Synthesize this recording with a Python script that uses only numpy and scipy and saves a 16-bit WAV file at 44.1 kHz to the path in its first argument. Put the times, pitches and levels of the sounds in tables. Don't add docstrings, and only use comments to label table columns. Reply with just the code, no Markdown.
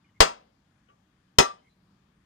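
import sys
import numpy as np
from scipy import signal
from scipy.fft import rfft, irfft
from scipy.io import wavfile
from scipy.ndimage import uniform_filter1d

SR = 44100
rng = np.random.default_rng(int(sys.argv[2]) if len(sys.argv) > 2 else 0)


def volts_from_decibels(level):
    exponent = np.asarray(level, float) / 20
    return 10 ** exponent


def materialize(psi):
    bounded = np.clip(np.atleast_2d(psi).T, -1, 1)
    quanta = np.round(bounded * 32767).astype(np.int16)
    wavfile.write(sys.argv[1], SR, quanta)


N = 99225


def curve(table, hz):
    table = np.array(table, float)
    return np.interp(np.log(np.maximum(hz, 1)), np.log(np.maximum(table[:, 0], 1)), table[:, 1])


def shaped(x, gain):
    return irfft(rfft(x) * gain(np.fft.rfftfreq(N, 1 / SR)), N)


def unit(x):
    return x / np.sqrt(np.mean(x ** 2))


def band(hz, width_hz, channels=1, peaks=1):
    noise = rng.standard_normal((channels, N))
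    return unit(shaped(noise, lambda f: peaks * np.exp(-((f - hz) / width_hz) ** 2)))


def walk(rate_hz):
    k = int(SR / rate_hz)
    steps = np.repeat(rng.standard_normal(N // k + 1), k)
    return 1.9 * uniform_filter1d(uniform_filter1d(steps, k), k)[:N]


def fade(start_s, t60_s, rise_s=0.00036):
    t = np.maximum(np.arange(N) / SR - start_s, 0)
    return (1 - np.exp(-t / rise_s)) * np.exp(-np.log(1000) * t / t60_s)


def air():
    # f/Hz, relative density/dB per Hz
    spectrum = [(25, -16), (60, -9.5), (110, -6.5), (170, -5.5), (230, -10), (320, -14.5), (420, -23),
                (700, -27), (1000, -22), (1500, -24.5), (2270, -30), (3690, -31), (8000, -42.5),
                (15800, -54)]
    # f/Hz, correlation
    alike = [(290, .97), (640, 0.034), (1410, 0.24), (3100, -0.02)]
    # f/Hz, left minus right/dB
    balance = [(300, 0.1), (1290, 5.0), (4400, 13.5), (8120, 10.5), (15000, 1)]
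    sign = np.array([[1], [-1]])
    out, swell = 0, walk(1.1)
    for hz in 25 * 2 ** np.arange(0, 9.4, .5):
        mid, side = band(hz, hz / 4, channels=2)
        c = np.clip(curve(alike, hz), -.99, .99)
        density_to_band_db = 10 * np.log10(hz)
        db = curve(spectrum, hz) + density_to_band_db + 0.64 * swell + 1.0 * walk(9.8)
        pan = volts_from_decibels(curve(balance, hz) / 2 * sign)
        pair = pan * (np.sqrt(1 + c) * mid + np.sqrt(1 - c) * side * sign)
        out = out + volts_from_decibels(db) * pair / np.std(pair.mean(axis=0))
    return volts_from_decibels(-67) * unit(out)


def hum():
    # t/s, level/dB
    envelope = np.array([(0.55, -82), (1.1, -78.5), (1.37, -76), (1.65, -76), (1.8, -69.5), (1.95, -72),
                         (2.07, -72), (2.25, -80.5)])
    db = np.interp(np.arange(N) / SR, envelope[:, 0], envelope[:, 1])
    return volts_from_decibels(db) * band(190, width_hz=17)


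def chirps():
    # t/s, length/s, start f/Hz, end f/Hz, level/dB before flicker
    glides = [(0.041, 0.065, 2500, 1851, -75), (0.05, 0.072, 2880, 3021, -80), (.143, .05, 2180, 2091, -76),
              (1.5, .18, 2930, 3161, -79), (1.621, .075, 2150, 2181, -74), (1.68, 0.11, 4000, 4100, -82)]
    waver_hz, flicker_db, hiss_db = 40, 3, -5
    t, out = np.arange(N) / SR, 0
    for s, length_s, hz, end_hz, db in glides:
        u = np.clip((t - s) / length_s, 0, 1)
        turns = np.cumsum(hz + (end_hz - hz) * u + waver_hz * walk(250)) / SR
        hiss = volts_from_decibels(hiss_db) * band((hz + end_hz) / 2, 260, channels=2)
        tone = np.sin(2 * np.pi * turns) + hiss
        env = np.abs(np.sin(np.pi * u ** .6)) ** .5 * (u < 1)
        out = out + volts_from_decibels(db + flicker_db * walk(80)) * env * tone
    return out


def ring(start_s, order, db, rise_s=0.00036, damping=1, settles=()):
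    # onset f/Hz, undamped t60/s, relative level/dB at blow 1, at blow 2, when tapped
    modes = [(386.5, 0.13, -12.5, -6.5, -23), (438, 0.096, -5, -12.5, -16), (644, 0.22, -8, -7, -12),
             (804, 0.17, -4, -9.5, -21.5), (928, .185, -3, -5.5, -12.5), (1155, .19, -5.5, -2, 3.8),
             (1318.6, .15, -8, -4, -17), (1900, .14, -9, -14.5, -15), (2203, 0.11, -11, -13.5, -11),
             (2810, 0.12, -8, -12, -12), (3260, 0.081, -4, -10.5, -24), (3880, .11, -10.5, -6.5, -20),
             (5163, 0.13, -7, -3.5, -30), (6195, 0.16, -11.5, -5.5, -30.5), (6770, .11, -11, -14, -37),
             (7560, 0.15, -6, -20, -34.5), (8500, 0.23, -23, -23, -35)]
    settle_octaves, settle_rise_s, settle_damping = .12, .004, .96
    creep_share, creep_s, creep_below_hz = 0.024, .08, 1500
    t = np.maximum(np.arange(N) / SR - start_s, 0)
    creep = t - creep_s * (1 - np.exp(-t / creep_s))
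    out = 0
    for mode, phase_turns in zip(modes, rng.random(len(modes))):
        hz, t60_s = mode[:2]
        env = volts_from_decibels(db + mode[order]) * fade(start_s, t60_s * damping, rise_s)
        for s, settle_hz, again_db in settles:
            near = np.exp(-(np.log2(hz / settle_hz) / settle_octaves) ** 2)
            env = env + volts_from_decibels(again_db) * near * fade(s, t60_s * settle_damping, settle_rise_s)
        share = creep_share * (hz < creep_below_hz)
        tone = np.sin(2 * np.pi * (hz * (t + share * creep) + phase_turns))
        out = out + volts_from_decibels(2.1 * walk(70)) * env * tone
    return out


def tap(start_s, knock_db, ring_db):
    # f/Hz, width/Hz, relative level/dB, t60/s
    knock_bands = [(528, 170, -7, 0.3), (2810, 400, -2.5, 0.074), (1400, 170, -6, 0.11)]
    knock = 0
    for hz, width_hz, db, t60_s in knock_bands:
        knock = knock + volts_from_decibels(db) * fade(start_s, t60_s) * band(hz, width_hz)[0]
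    tone = ring(start_s, order=4, db=ring_db, rise_s=0.0027, damping=0.82)
    return tone + volts_from_decibels(knock_db) * knock


def rattle(start_s, rebound_s, echo_db):
    # f/Hz, relative density/dB per Hz
    spectrum = [(100, -13), (300, -12), (450, -7.5), (800, -1.5), (1400, -7), (1900, -9.5), (2600, -7),
                (3400, -10), (5300, -9.5), (7500, -14.5), (10000, -27.5), (15000, -32.5), (16000, -42)]
    # f/Hz, t60/s
    decay = [(100, .09), (250, 0.17), (1200, .2), (3000, .16), (6000, .16), (16000, .14)]
    # f/Hz, level over the rattle/dB
    crack_gain = [(100, 4.5), (500, 5), (1500, 3), (3000, 7.5), (6000, 8), (15000, 7.5)]
    # f/Hz, t60/s
    echo_decay = [(100, .25), (450, 0.49), (1500, 0.36), (5000, .33), (16000, 0.096)]
    crack_t60_s, rebound_db, rebound_dull_hz = 0.039, -6.5, 1500
    peaky_db, peak_spacing_hz = 2, 44.91
    peaks = volts_from_decibels(peaky_db * walk(SR * SR / N / peak_spacing_hz)[:N // 2 + 1])
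    first = fade(start_s, crack_t60_s)
    second = volts_from_decibels(rebound_db) * fade(start_s + rebound_s, crack_t60_s)
    out = 0
    for hz in 100 * 2 ** np.arange(0, 7.4, 1 / 3):
        db = curve(spectrum, hz) + 10 * np.log10(hz / 1000)
        crack = first + second / (1 + hz / rebound_dull_hz)
        echo = volts_from_decibels(echo_db) * fade(start_s, curve(echo_decay, hz), rise_s=0.03)
        env = fade(start_s, curve(decay, hz)) + volts_from_decibels(curve(crack_gain, hz)) * crack + echo
        out = out + volts_from_decibels(db) * env * band(hz, hz / 6, channels=2, peaks=peaks)
    return out


def thump(start_s, length_s):
    u = np.clip((np.arange(N) / SR - start_s) / length_s, 0, 1)
    ground = fade(start_s, t60_s=0.24, rise_s=.004) * band(45.05, width_hz=40)[0]
    return -np.sin(np.pi * u) + volts_from_decibels(-31.5) * ground


def ports(left, right):
    # f/Hz, cut at the right port/dB
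    shadow = [(60, -0.7), (200, -1.5), (400, 1.5), (700, 2), (1300, 3), (2400, 5), (4400, 10.5), (8000, 16),
              (15000, 21.5)]
    lag_s = .0006
    return np.array([left, shaped(right, lambda f: volts_from_decibels(-curve(shadow, f)) * np.exp(-2j * np.pi * f * lag_s))])


def hammer():
    # t/s, relative level/dB, thump level/dB, thump length/s, rebound delay/s, relative echo level/dB
    blows = [(0.2041, -9, -12, 0.0089, .017, -18), (1.3853, -10, -17.5, .006, .015, -21.5)]
    # t/s, relative knock level/dB, relative ring level/dB
    taps = [(0.887, -59.5, -61), (0.8973, -65, -57)]
    # t/s, f/Hz, level/dB
    settles = [(0.222, 455, -18), (0.27, 1386, -27.5), (0.285, 950, -33.5), (0.422, 446, -57),
               (1.403, 406, -21), (1.424, 1167, -23), (1.443, 1200, -25), (1.441, 3230, -36.5)]
    ring_db, rattle_db = -3, -7
    apart = .75
    left, right, low = 0, 0, 0
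    for k, (s, db, thump_db, length_s, rebound_s, echo_db) in enumerate(blows):
        after = [row for row in settles if s < row[0] < s + 1]
        tone = ring(s, order=2 + k, db=db + ring_db, settles=after)
        a, b = volts_from_decibels(db + rattle_db) * rattle(s, rebound_s, echo_db)
        left = left + tone + a
        right = right + tone + np.sqrt(1 - apart ** 2) * a + apart * b
        low = low + volts_from_decibels(thump_db) * thump(s, length_s)
    touches = sum(tap(*row) for row in taps)
    return ports(left + touches, right + touches) + low


def scene():
    return air() + hum() + chirps() + hammer()


def band_limit(x):
    return signal.sosfilt(signal.butter(12, 15980, fs=SR, output="sos"), x)


def record(dry):
    x = signal.sosfilt(signal.butter(1, 18, "high", fs=SR, output="sos"), dry)
    x = signal.sosfilt(signal.ellip(8, .2, 60, 15900, fs=SR, output="sos"), x)
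    ceiling, knee = 1.0, 9.8
    x = x / (1 + np.abs(x / ceiling) ** knee) ** (1 / knee)
    return band_limit(x)


dry = scene()
out = record(dry)
materialize(out)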